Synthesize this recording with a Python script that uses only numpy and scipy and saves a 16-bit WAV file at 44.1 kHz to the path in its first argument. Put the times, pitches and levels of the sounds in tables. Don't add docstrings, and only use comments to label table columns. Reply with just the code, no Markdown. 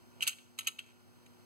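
import sys
import numpy as np
from scipy import signal
from scipy.fft import rfft, irfft, next_fast_len
from scipy.io import wavfile
from scipy.ndimage import uniform_filter1d

SR = 44100
rng = np.random.default_rng(int(sys.argv[2]) if len(sys.argv) > 2 else 0)


def dump(signal):
    limited = np.clip(np.atleast_2d(signal).T, -1, 1)
    pcm = np.round(limited * 32767).astype(np.int16)
    wavfile.write(sys.argv[1], SR, pcm)


N = 63945

# (time [s], hen, knock gain [dB], body gain [dB], treble gain [dB])
CONTACTS = [(0.207, "right", -30.5, -37.5, -48), (0.218, "right", -58, -39, -47),
            (0.2236, "right", -19, -29.5, -32), (0.2278, "right", -17, -32.5, -33),
            (0.2333, "right", -32, -34, -33.5), (0.2677, "right", -42, -28, -36),
            (0.2713, "right", -35, -51, -37), (0.2747, "right", -29, -22.5, -17.5),
            (.2808, "right", -15.5, -26.5, -24), (0.2923, "right", -23, -33, -32.5),
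            (0.303, "right", -40, -38, -39), (.3200, "right", -46, -45, -53),
            (0.33, "right", -36, -41.5, -56), (0.385, "right", -61, -46.5, -64),
            (0.5791, "left", -48, -52, -89), (0.5872, "left", -32, -29, -33.5),
            (0.5898, "left", -25.5, -35.5, -30), (0.6073, "left", -46, -39.5, -45),
            (0.6164, "left", -35, -45.5, -60), (.6705, "left", -22, -34.5, -25.5),
            (0.6736, "left", -16, -24.5, -26), (0.6817, "left", -23, -27, -37),
            (0.719, "left", -54, -49.5, -68), (0.7857, "left", -58, -45, -53.5),
            (0.7878, "right", -34.5, -35, -47), (.7910, "right", -22.5, -46, -46),
            (0.8006, "right", -50, -43, -57), (1.2608, "left", -58, -54.5, -59.5)]
HEN_MODES = {"right": [(1292, -24.5, 0.16), (1441, -14.5, 0.06), (2280, -15.5, 0.09), (2700, -6.5, 0.091),
             (2817, -7.5, 0.049), (3072, -8.5, 0.092), (3235, -17, 0.15), (3804, -9.5, 0.029),
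             (4065, -12, 0.064), (4810, -15.5, 0.079), (6000, -21, 0.084), (6590, -16.5, 0.071),
             (7820, -6, 0.022), (8120, -13, 0.055), (10230, -38, 0.044)], "left": [(440, -29.5, 0.049),
             (1131, -21, 0.03), (1301, -16.5, 0.08), (1380, -15.5, .04), (2400, -9, 0.03),
             (2710, -12.5, 0.048), (2888, -5, 0.047), (3130, -20, 0.035), (3640, -6, 0.037),
             (3920, -4.5, 0.044), (4720, -18, 0.042), (6600, -4, 0.046), (9790, -20.5, 0.1),
             (11810, -13, 0.048), (11900, -21, .05)]}
# (frequency [Hz], relative density [dB])
BODY_SPECTRUM = [(150, -34), (420, -24), (850, -29), (1200, -15), (1600, -6), (2300, -2), (2850, 1),
                 (3400, -4.5), (4200, -6.5), (5500, -20.5), (16000, -37)]
TREBLE_SPECTRUM = [(300, -57), (1000, -20.5), (2500, -3), (4500, -2), (5400, -7.5), (6500, 2), (8000, -1),
                   (9000, -1), (12300, -5.5), (14000, -5.5), (16000, -18)]
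# (start [s], length [s], body level [dB], treble level [dB])
SLIDES = [(0.124, 0.21, -72, -79), (0.228, 0.045, -45.5, -57), (0.285, 0.055, -50, -51.5),
          (0.36, 0.073, -64.5, -75), (.578, 0.017, -54, -54), (0.618, 0.11, -57, -61.5),
          (0.663, 0.0065, -47.5, -67), (0.795, 0.14, -65, -71.5)]
# (frequency [Hz], relative density [dB])
HISS_SPECTRUM = [(20, -10), (50, -10), (75, -10.5), (105, 12), (135, 4), (300, -0.5), (600, -6.5),
                 (1200, -9), (2000, -11.5), (3000, -13), (6000, -15.5), (10000, -19), (16000, -21.5)]
RUMBLE_SPECTRUM = [(20, -14), (60, -8), (105, -1), (160, -0.5), (400, -5.5), (900, -8), (2000, -14.5),
                   (4000, -50), (16000, -46)]
HAND_SPECTRUM = [(20, -16), (60, -17), (120, 2), (400, -14), (900, -15.5), (2500, -53), (16000, -57)]
ROOM_SPECTRUM = [(200, 1), (1000, 1.5), (2800, -4.5), (7000, 1.5), (15000, 1.5)]
# (frequency [Hz], level [dB])
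HUM_TONES = [(105, -71), (240, -65), (360, -70.5), (480, -87), (960, -82), (1438, -76)]

HISS_DB, RUMBLE_DB = -63.5, -69
HUM_WAVER_RAD, HUM_WAVER_DEPTH, HUM_SKEW_RAD = 0.2, 0.2, 0.42
GRAIN_DEPTH, GRAIN_RATE_HZ = 0.38, 400
HAND_START_S, HAND_LENGTH_S, HAND_DB = 0.13, 0.19, -60
CONTACT_SAMPLES = 8192
KNOCK_HZ, KNOCK_RISE_S, KNOCK_TRIM_DB = 2857, 0.0011, -3.5
ATTACK_S, CRACK_T60_S, BODY_T60_S, TREBLE_T60_S = 0.0009, 0.0041, 0.04, 0.035
BODY_TRIM_DB, RING_TRIM_DB, RING_SPLIT_HZ = -2, -2, 4300
CHATTER_DEPTH, CHATTER_RATE_HZ = 0.38, 1380
ROOM_DB, ROOM_ONSET_S, ROOM_SPLIT_HZ = -21, 0.0057, 4500
ROOM_LOW_T60_S, ROOM_HIGH_T60_S = 0.68, 0.43
NEAR_DB, NEAR_T60_S, LEFT_LAG_S = -10, 0.023, 0.00056
THRESHOLD_DB, RATIO, RELEASE_S, LOWPASS_HZ = -20.5, 1.71, 0.61, 16000


def undb(db):
    return 10 ** (np.asarray(db) / 20)


def unit(x):
    return x / np.sqrt(np.mean(x ** 2))


def noise(spectrum, size=N):
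    hz, db = np.array(spectrum, float).T
    padded = next_fast_len(size, True)
    bins_hz = np.maximum(np.fft.rfftfreq(padded, 1 / SR), 1)
    shape = undb(np.interp(np.log(bins_hz), np.log(hz), db))
    return unit(irfft(rfft(rng.standard_normal(padded)) * shape, padded)[:size])


def fade(t, t60_s):
    return np.exp(-np.log(1000) * t / t60_s)


def since(start_s):
    return np.maximum(np.arange(N) / SR - start_s, 0)


def swell(start_s, length_s):
    progress = np.minimum(since(start_s) / length_s, 1)
    return np.sqrt(np.abs(np.sin(np.pi * progress)))


def wander(rate_hz, points=4096):
    return np.interp(since(0) * rate_hz, np.arange(points), rng.standard_normal(points))


def spread(x):
    size = next_fast_len(N, True)
    delay = np.exp(-2j * np.pi * np.fft.rfftfreq(size, 1 / SR) * LEFT_LAG_S)
    late = irfft(rfft(x, size) * delay, size)[:N]
    return np.array([-late, x])


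def room_noise():
    hiss = spread(undb(HISS_DB) * noise(HISS_SPECTRUM))
    rumble = undb(RUMBLE_DB) * np.array([noise(RUMBLE_SPECTRUM), noise(RUMBLE_SPECTRUM)])
    return hiss + rumble


def hum():
    out, t = 0, since(0)
    for hz, db in HUM_TONES:
        phase = 2 * np.pi * (hz * t + rng.random()) + HUM_WAVER_RAD * wander(rate_hz=19)
        left_phase = phase - 2 * np.pi * hz * LEFT_LAG_S - HUM_SKEW_RAD
        amplitude = np.sqrt(2) * undb(db) * (1 + HUM_WAVER_DEPTH * wander(rate_hz=6.17))
        out = out + amplitude * np.array([-np.sin(left_phase), np.sin(phase)])
    return out


def linkage_scrape():
    grain = unit(np.exp(GRAIN_DEPTH * wander(GRAIN_RATE_HZ)))
    body, treble = noise(BODY_SPECTRUM), noise(TREBLE_SPECTRUM)
    out = 0
    for start_s, length_s, body_db, treble_db in SLIDES:
        out = out + swell(start_s, length_s) * (undb(body_db) * body + undb(treble_db) * treble)
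    return grain * out


def hand_rustle():
    return undb(HAND_DB) * noise(HAND_SPECTRUM) * swell(HAND_START_S, HAND_LENGTH_S)


def contact(hen, knock_db, body_db, treble_db):
    t = np.arange(CONTACT_SAMPLES) / SR
    rise = t / KNOCK_RISE_S
    pulse = rise ** 2 * np.exp(2 * (1 - rise))
    knock = undb(KNOCK_TRIM_DB + knock_db) * pulse * np.sin(2 * np.pi * KNOCK_HZ * t)
    micro_bounces = wander(CHATTER_RATE_HZ, points=512)[:CONTACT_SAMPLES]
    chatter = unit(np.exp(CHATTER_DEPTH * micro_bounces))
    body = undb(BODY_TRIM_DB + body_db) * noise(BODY_SPECTRUM, CONTACT_SAMPLES) * fade(t, BODY_T60_S)
    splash = undb(treble_db) * noise(TREBLE_SPECTRUM, CONTACT_SAMPLES)
    treble = chatter * splash * fade(t, TREBLE_T60_S)
    crack = splash * fade(t, CRACK_T60_S)
    ring = 0
    for hz, mode_db, t60_s in HEN_MODES[hen]:
        drive_db = body_db if hz < RING_SPLIT_HZ else treble_db
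        envelope = undb(RING_TRIM_DB + mode_db + drive_db) * fade(t, t60_s)
        ring = ring + envelope * np.sin(2 * np.pi * (hz * t + rng.random()))
    attack = 1 - np.exp(-t / ATTACK_S)
    return knock + attack * (crack + body + treble + ring)


def pecks():
    out = np.zeros(N + CONTACT_SAMPLES)
    for time_s, hen, *gains_db in CONTACTS:
        i = int(time_s * SR)
        out[i:i + CONTACT_SAMPLES] += contact(hen, *gains_db)
    return out[:N]


def room_reverb(x):
    t, wash = since(0), noise(ROOM_SPECTRUM)
    low = signal.sosfilt(signal.butter(2, ROOM_SPLIT_HZ, fs=SR, output="sos"), wash)
    high = signal.sosfilt(signal.butter(2, ROOM_SPLIT_HZ, "high", fs=SR, output="sos"), wash)
    onset = 1 - np.exp(-t / ROOM_ONSET_S)
    tail = onset * (low * fade(t, ROOM_LOW_T60_S) - high * fade(t, ROOM_HIGH_T60_S))
    return undb(ROOM_DB) * signal.fftconvolve(x, tail / np.linalg.norm(tail))[:N]


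def near_reflections(stereo):
    t = np.arange(CONTACT_SAMPLES) / SR
    smears = rng.standard_normal((2, len(t))) * fade(t, NEAR_T60_S)
    sides = [signal.fftconvolve(x, h / np.linalg.norm(h))[:N] for x, h in zip(stereo, smears)]
    return undb(NEAR_DB) * np.array(sides)


def scene():
    toy = pecks() + linkage_scrape() + hand_rustle()
    stereo = spread(toy + room_reverb(toy))
    return stereo + near_reflections(stereo) + room_noise() + hum()


def record(dry):
    release = np.exp(-since(0) / RELEASE_S)
    held_peak = release * np.maximum.accumulate(np.abs(dry).max(axis=0) / release)
    gain = np.minimum(undb(THRESHOLD_DB) / (held_peak + 1e-9), 1) ** (1 - 1 / RATIO)
    ducked = dry * uniform_filter1d(gain, size=128)
    lowpass = signal.ellip(8, rp=0.2, rs=70, Wn=LOWPASS_HZ, fs=SR, output="sos")
    return signal.sosfilt(lowpass, ducked)


dry = scene()
out = record(dry)
dump(out)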